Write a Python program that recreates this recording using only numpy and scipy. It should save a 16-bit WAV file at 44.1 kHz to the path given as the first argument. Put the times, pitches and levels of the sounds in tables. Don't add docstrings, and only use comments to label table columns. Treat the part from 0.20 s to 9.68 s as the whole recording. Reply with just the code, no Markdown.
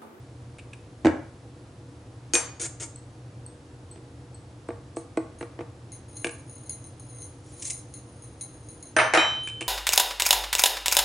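import sys
import numpy as np
from scipy import signal
from scipy.fft import rfft, irfft, next_fast_len
from scipy.io import wavfile
from scipy.ndimage import uniform_filter1d, minimum_filter1d

SR = 44100
rng = np.random.default_rng(int(sys.argv[2]) if len(sys.argv) > 2 else 0)


def dump_mix(stems):
    frames = np.atleast_2d(stems).T
    limited = np.clip(frames, -1, 1)
    pcm = np.round(limited * 32767).astype(np.int16)
    wavfile.write(sys.argv[1], SR, pcm)


N = 418068

# (frequency [Hz], level [dB], t60 [s])
COUNTER_MODES = [(251, -6, 0.022), (332.4, -2.5, 0.13), (472, -6, 0.098), (662, -6, 0.048),
                 (857, -10.5, 0.034), (1132, -7.5, 0.022)]
# (frequency [Hz], spectral level [dB])
CLACK_SPECTRUM = [(120, -52), (300, -13), (650, 0.5), (1100, -1), (1700, -2.5), (2300, -2.5), (2900, -10.5),
                  (3300, -16.5), (6000, -24), (11000, -47)]
# (frequency [Hz], spectral level [dB])
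CRACK_SPECTRUM = [(500, -39), (2000, 8), (3700, 6), (5000, 4.5), (7000, 8), (9000, 4), (10000, -9),
                  (11000, -21)]
# (frequency [Hz], level [dB], t60 [s])
BANGLE_MODES = [(2110, -23.5, 0.17), (4060, -14.5, 0.16), (6497, -2.5, 0.09), (9500, 3, 0.087)]
BANGLE_TUNINGS = [0.972, 0.987, 0.997, 1.007, 1.021, 1.032]
FIRM_DB, LOOSE_DB = .7, 3


def amp(db):
    return np.exp(np.asarray(db) * (np.log(10) / 20))


def unit(x):
    return x / np.sqrt(np.mean(x ** 2) + 1e-20)


def along(points, hz):
    frequencies, values = np.transpose(points)
    return np.interp(np.log(hz + 1), np.log(frequencies + 1), values)


def seconds(size):
    return np.arange(size) / SR


def pan(left_db):
    return amp([[left_db / 2], [-left_db / 2]])


def filtered(x, response):
    size = x.shape[-1]
    padded = next_fast_len(size + min(size // 8, 8192), real=True)
    hz = np.fft.rfftfreq(padded, 1 / SR)
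    return irfft(rfft(x, padded) * response(hz), padded)[..., :size]


def noise(spectrum, size):
    return unit(filtered(rng.standard_normal(size), lambda hz: amp(along(spectrum, hz))))


def add(track, start_s, sound):
    start = max(round(start_s * SR), 0)
    part = track[..., start:start + sound.shape[-1]]
    part += sound[..., :part.shape[-1]]


def ring(modes, scatter_db, size=SR // 3, tuning=1):
    t = seconds(size)
    out = np.zeros(size)
    for k, (hz, db, t60) in enumerate(modes):
        envelope = amp(db + scatter_db * rng.standard_normal() - 60 * t / t60)
        out += (-1) ** k * envelope * np.sin(2 * np.pi * hz * tuning * t)
    return out


def burst(spectrum, t60, side_db, size=SR // 3):
    mid, side = noise(spectrum, (2, size)) * amp([[0], [side_db]])
    return unit(np.array([mid + side, mid - side])) * amp(-60 * seconds(size) / t60)


def ticks(size, uneven_db):
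    return unit(rng.standard_normal(size) * amp(uneven_db * rng.exponential(size=size)))


def driven(force, response):
    response = np.atleast_2d(response)
    return signal.oaconvolve(force[None], response / np.linalg.norm(response[0]), axes=1)[:, :N]


def background():
    # (frequency [Hz], spectral level [dB])
    air_spectrum = [(15, -77), (25, -25.5), (69, -7), (124, -1), (165, -16.5), (223, -18.5), (296, -11),
                    (444, -22.5), (480, -18), (545, -21.5), (759, -24), (1950, -34.5), (2210, -36),
                    (4990, -39.5), (11000, -44.5), (14300, -118), (22000, -120)]
    # (frequency [Hz], correlation [0-1])
    coherence = [(60, 0.99), (170, 1), (500, 0.95), (1430, 0.36), (4130, 0.5), (11900, 0.75)]
    # (frequency [Hz], rms level [dB])
    hum_tones = [(120, -52), (298, -65), (480, -62.5)]

    def mid_side_gains(hz):
        angle = np.arccos(np.clip(along(coherence, hz), -1, 1)) / 2
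        return np.array([np.cos(angle), np.sin(angle)])

    mid, side = filtered(noise(air_spectrum, (2, N)), mid_side_gains)
    hum = sum(amp(db) * np.sqrt(2) * np.sin(2 * np.pi * hz * seconds(N)) for hz, db in hum_tones)
    return amp(-45.5) * np.array([mid + side, mid - side]) + hum


def glass_taps():
    # (time [s], level [dB], flight time [s])
    taps = [(0.385, -40.5, 0.0053), (0.532, -43, 0.0018), (5.227, -54.5, 0.0026), (5.408, -52, .003),
            (6.045, -19.5, 0.024), (9.274, -29.5, .012), (9.409, -26, 0.0083)]
    # (frequency [Hz], spectral level [dB])
    glass = [(500, -4.5), (1400, -6), (1690, 6), (1950, -22), (2300, 12.5), (2750, 8), (3100, -1),
             (5000, -11.5), (7000, -7.5), (9100, -1.5), (10500, -21)]
    fade_db_per_s = 312
    out = np.zeros((2, N))
    for start, db, flight in taps:
        for delay in (0, flight, 2 * flight):
            tap = burst(glass, t60=0.032, side_db=-14, size=SR // 10)
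            add(out, start + delay, amp(db - fade_db_per_s * delay) * tap)
    return out


def jar():
    # (time [s], level [dB])
    blows = [(.848, -10), (0.8565, -5.5), (.869, 0)]
    # (frequency [Hz], level [dB], t60 [s])
    thud_modes = [(88, -26, 0.19), (173, -49, 0.19), (257, -2, 0.028), (318, 2.5, 0.039),
                  (575, -8.5, 0.038), (770, -6, 0.013)]
    out = np.zeros((2, N))
    for start, db in blows:
        add(out, start, amp(db) * ring(thud_modes, FIRM_DB))
        add(out, start, amp(db - 17) * burst(CLACK_SPECTRUM, t60=0.042, side_db=-6))
        add(out, start, amp(-38.5) * burst(CRACK_SPECTRUM, t60=0.06, side_db=-8.5))
    return out


def contact(thud_db, clack_db, crack_db, clack_t60):
    thud = ring(COUNTER_MODES, FIRM_DB, tuning=1 + 0.013 * rng.standard_normal())
    thud *= 1 - np.exp(-seconds(len(thud)) / 0.0012)
    clack = burst(CLACK_SPECTRUM, clack_t60, side_db=-9)
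    crack = burst(CRACK_SPECTRUM, t60=0.0097, side_db=-7)
    return amp(thud_db) * thud + amp(clack_db) * clack + amp(crack_db) * crack


def drops():
    # (time [s], thud [dB], clack [dB], crack [dB], flight time [s], bounce gain [dB])
    falls = [(2.136, -18.5, -26.5, -7, 0.017, -4), (8.766, -21, -13.5, -23, .02, -1.5),
             (8.937, -17.5, -8.5, -14.5, .013, -8), (8.974, -14, -13, -20, .019, -9.5)]
    out = np.zeros((2, N))
    for start, thud_db, clack_db, crack_db, flight, bounce_db in falls:
        add(out, start, contact(thud_db, clack_db, crack_db, clack_t60=0.053))
        add(out, start + flight, amp(bounce_db) * contact(thud_db, clack_db, crack_db, clack_t60=0.34))
    return out


def cup_modes(place, t60_scale):
    # (frequency [Hz], level struck on rim [dB], level struck on wall [dB], t60 [s])
    modes = [(2460, -5, -1.5, 0.42), (3074, -36, 2.5, 1.47), (3620, -33, -7, .15), (3893, -25, -3, 0.61),
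             (4636, -17.5, -17.5, 0.84), (5612, -15, -9.5, 0.52), (6266, -6.5, -45, 0.69),
             (6600, 6, -32, 0.15), (7510, -6, -16.5, 0.4), (8610, 2, -40, 0.36), (9776, -10.5, -36.5, 0.41),
             (10600, -12, -35, .3), (11080, -11.5, -48, 0.18)]
    return [(hz, rim + place * (wall - rim), t60 * t60_scale) for hz, rim, wall, t60 in modes]


def cup():
    # (time [s], level [dB], place [0 rim - 1 wall], left over right [dB], t60 scale [ratio])
    clinks = [(2.136, -17, 0.024, 3, 0.5), (8.767, -39, 1, 3, 0.87), (8.938, -27, 0.64, 4, 1.0),
              (8.975, -25, 0.99, 2, 0.97)]
    out = np.zeros((2, N))
    for start, db, place, left_db, t60_scale in clinks:
        add(out, start, amp(db) * pan(left_db) * ring(cup_modes(place, t60_scale), FIRM_DB, size=SR))
    return out


def scrapes():
    # (time [s], length [s], level [dB], counter share [ratio])
    slides = [(2.397, 0.065, -33, .4), (2.599, 0.041, -36.5, .5), (7.423, 0.0018, -29.5, 0),
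              (7.446, 0.038, -37.5, 0), (7.5, 0.0041, -27.5, 0)]
    # (frequency [Hz], spectral level [dB])
    steel_spectrum = [(300, -33), (1400, -21), (2200, -11), (4000, -9), (5600, -3.5), (6000, -3), (6500, 3),
                      (7300, 3.5), (9400, 0), (10500, -17.5)]
    out, t = np.zeros((2, N)), seconds(SR // 4)
    steel = burst(steel_spectrum, t60=0.068, side_db=-17)
    counter = burst(CLACK_SPECTRUM, t60=0.054, side_db=-7) + amp(1) * ring(COUNTER_MODES, FIRM_DB)
    for start, length, db, share in slides:
        release = amp(-60 * np.maximum(t - length, 0) / 0.015)
        slips = ticks(len(t), uneven_db=2) * release
        slips[0] = 9
        add(out, start, amp(db) * (driven(slips, steel) + share * driven(slips, counter)))
    return out


def chatter(modes, tunings, spread_s, fade_db, attack_s):
    out, t = np.zeros(SR // 2), seconds(SR // 7)
    lags = np.sort(rng.random(len(tunings)))
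    lags[:2] = 0
    swell = 1 - np.exp(-t / attack_s)
    for lag, tuning in zip(lags, tunings):
        touch = ring(modes, LOOSE_DB, len(t), tuning)
        add(out, lag * spread_s, amp(-fade_db * lag) * swell * touch)
    return out


def bangles():
    # (time [s], relative level [dB])
    jerks = [(2.415, -30), (2.615, -39), (4.772, -47), (5.187, -46.5), (5.7195, -36), (5.9683, -33),
             (6.2957, -43.5), (6.4953, -29), (6.6418, -41), (6.797, -41.5), (7.02, -34.5), (7.4525, -30.5),
             (7.5053, -27.5), (7.7393, -34.5), (8.0227, -41.5), (8.2107, -30.5), (8.487, -39.5),
             (8.6264, -35), (9.235, -45)]
    out = np.zeros((2, N))
    for start, db in jerks:
        force = np.clip((db + 42) / 14, 0, 1)
        tunings = rng.permutation(np.repeat(BANGLE_TUNINGS, 2))
        tunings *= 1 + 0.0052 * rng.standard_normal(len(tunings))
        jingle = chatter(BANGLE_MODES, tunings, spread_s=.055, fade_db=17 + 1.5 * force, attack_s=9.4e-5)
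        crack = burst(CRACK_SPECTRUM, t60=0.056, side_db=1, size=SR // 10)
        add(out, start, amp(db - 7.5) * jingle)
        add(out, start, force * amp(db - 15) * crack)
    return out


def scoop():
    # (time [s], relative level [dB])
    grazes = [(2.7586, -33.5), (3.263, -33), (3.7115, -33.5), (4.144, -33), (4.485, -41), (4.7627, -29),
              (4.9708, -30), (5.2061, -37)]
    # (frequency [Hz], level [dB], t60 [s])
    modes = [(4340, -24.5, 0.17), (8130, -6, 0.042), (8380, 0, 0.013)]
    out = np.zeros(N)
    for start, db in grazes:
        tunings = 1 + 0.0139 * rng.standard_normal(6)
        ting = chatter(modes, tunings, spread_s=0.035, fade_db=34, attack_s=0.0013)
        add(out, start, amp(db - 3.5) * ting)
    return out


def presses():
    # (time [s], thud [dB], clack [dB], crack [dB], strength of the rock back [0-1])
    knocks = [(3.759, -41.5, -48.5, -52, 0.56), (4.488, -23, -37, -62, 0.58), (4.768, -22.5, -39, -37.5, 0),
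              (4.973, -14.5, -30.5, -34, 0), (5.21, -28.5, -34, -64, 1), (5.39, -27.5, -36, -61, 1),
              (6.045, -23.5, -46, -52, 0.8), (9.414, -29, -50, -56, 0)]
    rock_s = .017
    out = np.zeros((2, N))
    for start, thud_db, clack_db, crack_db, rock in knocks:
        for delay, strength in ((0, 1), (rock_s, rock)):
            add(out, start + delay, strength * contact(thud_db, clack_db, crack_db, clack_t60=0.032))
    return out


def bangle_rustle():
    # (time [s], level [dB])
    arm_levels = [(5.88, -58.5), (5.951, -52.5), (6.1, -45), (6.24, -65), (6.35, -52), (6.48, -51.5),
                  (6.73, -75), (6.93, -49.5), (7.03, -48), (7.15, -69), (7.41, -48), (7.58, -48),
                  (7.68, -68), (8.15, -62), (8.7, -57.5), (8.85, -75)]
    touches_per_s = 13
    motion = amp(np.interp(seconds(N), *np.transpose(arm_levels), left=-120))
    out = np.zeros((1, N))
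    for tuning in BANGLE_TUNINGS:
        touches = unit((rng.random(N) < touches_per_s / SR).astype(float))
        hoop = ring(BANGLE_MODES, FIRM_DB, SR // 5, tuning)
        swell = 1 - np.exp(-seconds(len(hoop)) / .0004)
        out += driven(motion * touches, hoop * swell)
    return out / np.sqrt(len(BANGLE_TUNINGS))


def sugar():
    # (time [s], relative level [dB])
    flow_levels = [(7.22, -69), (7.29, -55), (7.36, -60), (7.42, -47), (7.56, -77)]
    # (frequency [Hz], spectral level [dB])
    grain_spectrum = [(300, -20), (2500, -5), (7500, 9), (11000, 2)]
    flow = amp(np.interp(seconds(N), *np.transpose(flow_levels), left=-120, right=-120))
    grains = flow * unit(filtered(ticks(N, uneven_db=-3), lambda hz: amp(along(grain_spectrum, hz))))
    wall = ring(cup_modes(place=0.73, t60_scale=.5), FIRM_DB)
    return amp(-1.5) * grains + amp(-10.5) * driven(grains, wall)


def handle():
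    # (time [s], level [dB], tuning [ratio])
    slaps = [(8.765, -16.5, 1.0), (8.937, -21, 1.012)]
    # (frequency [Hz], level [dB], t60 [s])
    modes = [(633, -5, 0.43), (1300, -9, 0.27), (1562, 0.5, 0.16), (1755, -5, 0.44), (1880, -10, 0.45),
             (6100, -5, 0.09), (6100, -17.5, 0.51), (9000, -9.5, 0.2), (10470, -22.5, 0.32)]
    out = np.zeros((2, N))
    for start, db, tuning in slaps:
        add(out, start, amp(db) * ring(modes, FIRM_DB, size=SR, tuning=tuning))
    return out


def kitchen(direct):
    # (frequency [Hz], t60 [s])
    decay_times = [(150, 0.36), (500, 0.4), (2000, 0.47), (6000, 0.42), (11000, 0.21)]
    # (frequency [Hz], gain [dB])
    tail_gains = [(150, -7.5), (400, -13), (1200, -5), (3000, -15), (10000, -7.5)]
    hz, t, bands = signal.stft(rng.standard_normal((2, SR // 2)), SR, nperseg=256)
    decay = amp(-60 * t / along(decay_times, hz)[:, None])
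    tail = signal.istft(bands * decay, SR, nperseg=256)[1]
    mid, side = filtered(tail / np.linalg.norm(tail[0]), lambda f: amp(along(tail_gains, f)))
    side = filtered(side, lambda f: amp(-5.5) * f / np.hypot(f, 550))
    response = np.pad([mid + side, mid - side], ((0, 0), (SR // 200, 0)))
    return signal.oaconvolve(direct.mean(axis=0)[None], response, axes=1)[:, :N]


def scene():
    counter_side = pan(left_db=-.8) * (jar() + glass_taps() + presses() + drops())
    wrist_side = pan(left_db=1) * (scoop() + bangles() + bangle_rustle() + scrapes() + sugar())
    direct = cup() + handle() + counter_side + wrist_side
    return direct + kitchen(direct) + background()


def limiter(x, ceiling_db, hold_s):
    needed_gain = np.minimum(1, amp(ceiling_db) / (np.abs(x).max(axis=0) + 1e-9))
    window = 2 * int(hold_s * SR / 2) + 1
    held_gain = minimum_filter1d(needed_gain, window, origin=window // 2 - 32)
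    return x * uniform_filter1d(held_gain, size=64)


def record(dry):
    low_hz, top_hz = 30, 11100
    limited = limiter(dry, ceiling_db=-5.5, hold_s=.005)
    passband = lambda hz: hz ** 2 / (hz ** 2 + low_hz ** 2) / np.sqrt(1 + (hz / top_hz) ** 160)
    return filtered(limited, passband)


dry = scene()
out = record(dry)
dump_mix(out)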